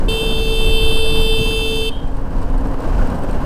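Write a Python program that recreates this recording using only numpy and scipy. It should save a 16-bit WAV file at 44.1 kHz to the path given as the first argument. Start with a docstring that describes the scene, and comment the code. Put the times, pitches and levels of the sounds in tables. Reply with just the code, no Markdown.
"""On a tree-lined road, a moving motorcycle sounds its electric disc horn once, for almost two seconds.
An armature strikes once a cycle, giving a harmonic series and a rasp. Trees and walls reflect the horn,
raised in pitch by the Doppler effect. Turbulent wind buffets the on-board microphone, the engine hums
beneath it, and a loose fitting ticks as the ride gets rougher."""
import sys
import numpy as np
from scipy import signal
from scipy.fft import rfft, irfft
from scipy.io import wavfile

SR = 44100
rng = np.random.default_rng(int(sys.argv[2]) if len(sys.argv) > 2 else 0)


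def bounce(signal):
    """Save signal as a 16-bit WAV file at the path given by the first command-line argument."""
    frames = np.transpose(np.atleast_2d(signal))
    limited = np.clip(frames, -1, 1)
    pcm = np.round(limited * 32767).astype(np.int16)
    wavfile.write(sys.argv[1], SR, pcm)


N = 152145
T = np.arange(N) / SR
HZ = np.fft.rfftfreq(N, 1 / SR)

# envelope of the wind's hiss, which the faint ticks also follow: time_s, level_db
HISS_LEVEL = [(0, -49), (1.9, -53), (2.25, -54), (2.42, -49), (2.48, -51), (2.7, -50), (3.0, -44.5),
              (3.2, -48.5), (3.45, -47)]


def horn():
    """Periodic impact: an armature striking once a cycle excites harmonics and a pulsed rasp."""
    # fundamental: time_s, pitch_hz
    pitch = [(.085, 445.3), (.25, 444.8), (.55, 444.4), (.66, 443.8), (1.2, 443.55), (1.88, 443.2)]
    # envelope of the tone: time_s, level_db
    level = [(.09, -23), (.35, -26.5), (.65, -23.5), (1.25, -22.5), (1.6, -25), (1.89, -25.5)]
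    # harmonic series before shaping: harmonic_number, relative_db
    partials = [(1, 0), (2, -17), (3, -24), (4, -29), (5, -31), (6, -4), (7, -4), (8, -4), (9, -22),
                (10, -18), (11, -17), (12, -35), (13, -34), (14, -31), (15, -28), (16, -39), (17, -33),
                (18, -25), (19, -23), (20, -28), (21, -28), (22, -22), (23, -25), (24, -34), (25, -35),
                (26, -28), (27, -34), (28, -29), (29, -35), (30, -35), (31, -34), (32, -30), (33, -33),
                (34, -29), (35, -38)]
    # boost and cut near 6.4 kHz, brightest late in the blast: time_s, gain_db
    shine = [(0, -2), (.4, 3), (.7, -5.5), (1.35, -8), (1.41, 5), (1.9, 3)]
    # spectrum of the armature's rasp: frequency_hz, relative_db
    rasp_spectrum = [(1800, -26), (2600, -5), (3800, -2), (4700, 15), (5600, 3), (7400, 1), (8400, 19),
                     (9200, -3), (10200, 5), (11000, 3.5), (12000, -3), (13100, -7), (14000, -7),
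                     (15500, -18)]
    on_s, off_s, attack_s, release_s, sag_hz_per_s = .082, 1.8925, .004, .004, 1400
    flutter_hz, flutter_rad, flutter_depth = 65, .019, .085
    jitter_rad, shimmer_hz = .016, 257
    hollow_db, rasp_db, strike_decay_cycles = -6, -45.5, .25

    since_off = np.maximum(T - off_s, 0)
    gate = np.clip((T - on_s) / attack_s, 0, 1) * np.exp(-since_off / release_s)
    pitch_hz = curve(pitch) - sag_hz_per_s * np.minimum(since_off, .05)
    flutter = np.sin(2 * np.pi * flutter_hz * T + .9 * drift(8.6))
    phase = 2 * np.pi * np.cumsum(pitch_hz) / SR + flutter_rad * flutter + jitter_rad * drift(160)
    tone = np.zeros(N)
    for k, db in partials:
        if k in (2, 3, 4):  # below the diaphragm's resonance
            db = db + hollow_db
        elif k in (14, 15):
            db = db + curve(shine)
        # higher partials are less steady: a slow wander in level, a fast shimmer in level and phase
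        khz = k * pitch[0][1] / 1000
        wander_db = glide(9.04) * min(.6 + .25 * khz, 2.6)
        shimmer = .033 + .035 * max(khz - 1.64, 0)
        angle = k * phase + rng.normal(0, .11 * k) + shimmer * glide(shimmer_hz)
        tone += amp(db + wander_db) * (1 + shimmer * glide(shimmer_hz)) * np.cos(angle)
    tone *= np.sqrt(2) * amp(curve(level)) * (1 + flutter_depth * flutter)
    strikes = np.exp(-(phase / (2 * np.pi) % 1) / strike_decay_cycles)
    rasp = amp(rasp_db) * unit(colour(strikes * rng.standard_normal(N), rasp_spectrum))
    return gate * (tone + rasp)


def roadside_echoes(blast, reflectors=90):
    """Doppler effect: echo paths to trunks and walls ahead shorten, which raises their pitch."""
    # response of the horn's forward beam: frequency_hz, gain_db
    beam_spectrum = [(440, -9), (2200, -16), (2660, -20), (3100, -3), (3550, -13.5), (4000, -9),
                     (4900, -18), (6500, -19), (9000, -10.5), (15000, -18)]
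    bike_m_per_s, sound_m_per_s = 10, 343
    road_m, verge_m, depth_m, echo_db = 46, 7, 34, -9.5
    beam = colour(blast, beam_spectrum)
    echoes = np.zeros(N)
    for i, (along, aside, polarity) in enumerate(rng.random((reflectors, 3))):
        ahead_m = road_m * (i + along) / reflectors - bike_m_per_s * T
        distance_m = np.hypot(ahead_m, verge_m + depth_m * aside ** 2)
        directivity = .6 + .4 * ahead_m / distance_m
        spreading = (verge_m / distance_m) ** 1.7
        delayed = np.interp(T - 2 * distance_m / sound_m_per_s, T, beam, left=0)
        echoes += np.sign(polarity - .5) * directivity * spreading * delayed
    return amp(echo_db) * echoes


def wind_buffeting():
    """Turbulent pressure: eddies thump on the microphone, the strongest flattened by soft saturation."""
    # envelopes of the deep buffeting and the thumping above it: time_s, relative_db
    buffet_level = [(0, -15), (.15, -21), (.5, -19), (.7, -14), (1.0, -17), (1.25, -16), (1.6, -21),
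                    (2.0, -22), (2.35, -18), (2.6, -17), (2.85, -21), (3.0, -14), (3.2, -22), (3.45, -20)]
    thump_level = [(.02, -24), (.13, -35), (.4, -23.5), (.58, -28), (.68, -17.5), (.79, -28), (.845, -12.5),
                   (1.05, -28), (1.15, -18), (1.3, -25), (1.7, -28.5), (2.1, -30), (2.5, -27), (2.85, -31),
                   (2.96, -17.5), (3.15, -31), (3.45, -26)]
    # gusts that slap the microphone: centre_s, half_width_s, level_db
    gusts = [(0.687, 0.029, -20.5), (0.838, 0.026, -23), (1.17, .02, -28), (2.046, 0.0097, -28.5),
             (2.558, 0.02, -23), (2.967, .025, -29)]
    # spectra of the three noises: frequency_hz, relative_db
    buffet_spectrum = [(3, -8), (10, 3), (20, 2), (32, 0), (42, -4), (55, -14), (100, -40), (400, -120)]
    thump_spectrum = [(25, -2), (45, -4), (62, -2), (82, -2.5), (105, -10.5), (160, -23), (600, -120)]
    gust_spectrum = [(30, -16), (60, 8), (100, -4.5), (200, -8), (500, -11.5), (1000, -31), (2000, -32),
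                     (5000, -67)]
    ceiling = .55
    buffet = unit(np.tanh(noise(buffet_spectrum) / 2)) * amp(curve(buffet_level) + 4)
    thump = unit(np.tanh(noise(thump_spectrum) / 2)) * amp(curve(thump_level) + .7)
    gust_envelope = sum(amp(db) * np.exp(-((T - at) / width) ** 2) for at, width, db in gusts)
    slaps = noise(gust_spectrum) * gust_envelope
    return ceiling * np.tanh((buffet + thump + slaps) / ceiling)


def wind_rush():
    """Amplitude modulation: the same eddies shake a low flapping, a rush and a hiss together."""
    # envelopes of the flapping and of the rush of air and tyres: time_s, relative_db
    flap_level = [(0.0, -32), (0.08, -23.5), (0.17, -35), (0.23, -27.5), (0.96, -31), (1.05, -41),
                  (1.13, -25.5), (1.37, -35.5), (1.41, -20), (1.44, -31.5), (2.11, -34.5), (2.94, -27),
                  (3.36, -29.5), (3.45, -28.5)]
    rush_level = [(0, -32.5), (.15, -34), (.7, -36), (1.1, -34), (1.6, -37.5), (2.0, -37.5), (2.3, -36),
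                  (2.6, -32.5), (2.98, -29.5), (3.22, -31), (3.45, -30.5)]
    # spectra of the three bands: frequency_hz, relative_db
    flap_spectrum = [(50, -18), (100, 3), (130, 0), (190, -2), (260, -2), (330, -6.5), (420, -15.5),
                     (700, -23.5), (2000, -68)]
    rush_spectrum = [(200, -5.5), (390, -1), (490, 6), (640, 1), (850, 0.5), (1060, 0), (1250, -8),
                     (1550, -7.5), (2000, -19.5), (3000, -30.5), (6000, -39)]
    hiss_spectrum = [(1000, -1), (2200, 3.5), (2900, 8.5), (3600, -2), (4600, 0), (6500, -4.5), (8800, -7),
                     (11000, -16), (15500, -24)]
    eddies = drift(29)
    flap = noise(flap_spectrum) * amp(curve(flap_level) + 2 + 2 * eddies)
    rush = noise(rush_spectrum) * amp(curve(rush_level) + 2.5 + 1.26 * eddies)
    hiss = noise(hiss_spectrum) * amp(curve(HISS_LEVEL) + 1.1 * eddies + 1.34 * drift(90))
    return flap + rush + hiss


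def engine():
    """Periodic vibration: engine and drive give three wavering tones, each with a weak octave."""
    # a hum, a whine that sinks as the bike slows, an intermittent lower hum: time_s, pitch_hz, level_db
    hum = [(0, 300, -44), (1.0, 297, -37), (1.45, 291, -40.5), (1.75, 276, -34), (2.1, 272, -36),
           (2.4, 270, -39.5), (2.65, 273, -30.5), (2.9, 274, -33), (3.2, 268, -44), (3.45, 268, -40)]
    whine = [(0, 406, -42), (.4, 381, -37), (.72, 379, -37.5), (1.0, 358, -54), (1.5, 340, -70)]
    low_hum = [(0, 292, -51), (0.852, 277, -42.5), (1.201, 261, -36), (1.7, 244, -43), (2.4, 250, -43),
               (2.62, 254, -33.5), (2.9, 258, -39), (3.1, 240, -32), (3.45, 236, -55)]
    waver_hz, waver_db, octave_db = 1.23, 1.1, -16
    tones = np.zeros(N)
    for track in (hum, whine, low_hum):
        phase = 2 * np.pi * np.cumsum(curve(track) + waver_hz * drift(10.7)) / SR
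        envelope = amp(curve(track, column=2) + waver_db * drift(14))
        tones += envelope * (np.sin(phase) + amp(octave_db) * np.sin(2 * phase))
    return np.sqrt(2) * tones


def loose_fitting():
    """Modal resonance: short bursts of chatter ring a few high modes of a loose fitting."""
    # distinct ticks: start_s, relative_db
    ticks = [(2.0797, -48), (2.168, -49), (2.4166, -43), (2.4294, -46), (2.6708, -42), (2.8047, -41),
             (2.822, -43), (2.8749, -43), (3.0584, -49), (3.0704, -41), (3.1014, -37), (3.1536, -43),
             (3.235, -39), (3.3099, -36.5)]
    # resonances of the fitting: frequency_hz, bandwidth_hz, relative_db
    modes = [(4500, 1000, 2), (7860, 500, -1), (8500, 370, 4), (12100, 4300, -21)]
    decay_s, faint_per_s, gain_db = .004, 29, -2
    distinct = sum(amp(db) * (T >= at) * np.exp(-abs(T - at) / decay_s) for at, db in ticks)
    # faint random ticks in between grow louder with the wind
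    impulses = (rng.random(N) < faint_per_s / SR) * rng.random(N) * amp(curve(HISS_LEVEL) + 5)
    faint = signal.lfilter([1], [1, -np.exp(-1 / (decay_s * SR))], impulses)
    chatter = (distinct + faint) * rng.standard_normal(N)
    response = sum(amp(db) / (1 + 2j * (HZ - hz) / width) for hz, width, db in modes)
    response /= np.sqrt(np.mean(abs(response) ** 2))
    return amp(gain_db) * irfft(rfft(chatter) * response, N)


def amp(db):
    """Amplitude ratio for a level in decibels."""
    return 10 ** (np.asarray(db) / 20)


def unit(x):
    """Normalisation to rms 1."""
    return x / np.sqrt(np.mean(x ** 2) + 1e-20)


def curve(rows, column=1):
    """Linear interpolation of one column of a time table at every sample."""
    rows = np.array(rows)
    return np.interp(T, rows[:, 0], rows[:, column])


def colour(x, spectrum):
    """Zero-phase filtering by a table of frequency_hz, gain_db."""
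    hz, db = np.transpose(spectrum)
    return irfft(rfft(x) * amp(np.interp(np.log(HZ + 1), np.log(hz + 1), db)), N)


def noise(spectrum):
    """Spectrally shaped Gaussian noise of rms 1."""
    return unit(colour(rng.standard_normal(N), spectrum))


def drift(rate_hz):
    """Low-pass random motion of rms 1, up to about the given rate."""
    lowpass = (HZ > 0) / (1 + (HZ / rate_hz) ** 4)
    return unit(irfft(rfft(rng.standard_normal(N)) * lowpass, N))


def glide(rate_hz, size=4000):
    """Linear interpolation between random values that arrive at the given rate."""
    return np.interp(T * rate_hz, np.arange(size), rng.standard_normal(size))


def scene():
    """Superposition: all sources add at the on-board microphone, the same in both channels."""
    blast = horn()
    mix = blast + roadside_echoes(blast) + wind_buffeting() + wind_rush() + engine() + loose_fitting()
    return np.array([mix, mix])


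def record(dry):
    """Band limiting: a steep low-pass filter removes the highest treble."""
    cutoff_hz = 15550
    lowpass = signal.firwin(1023, cutoff_hz, window=("kaiser", 9), fs=SR)
    return signal.oaconvolve(dry, lowpass[None], "same")


dry = scene()
out = record(dry)
bounce(out)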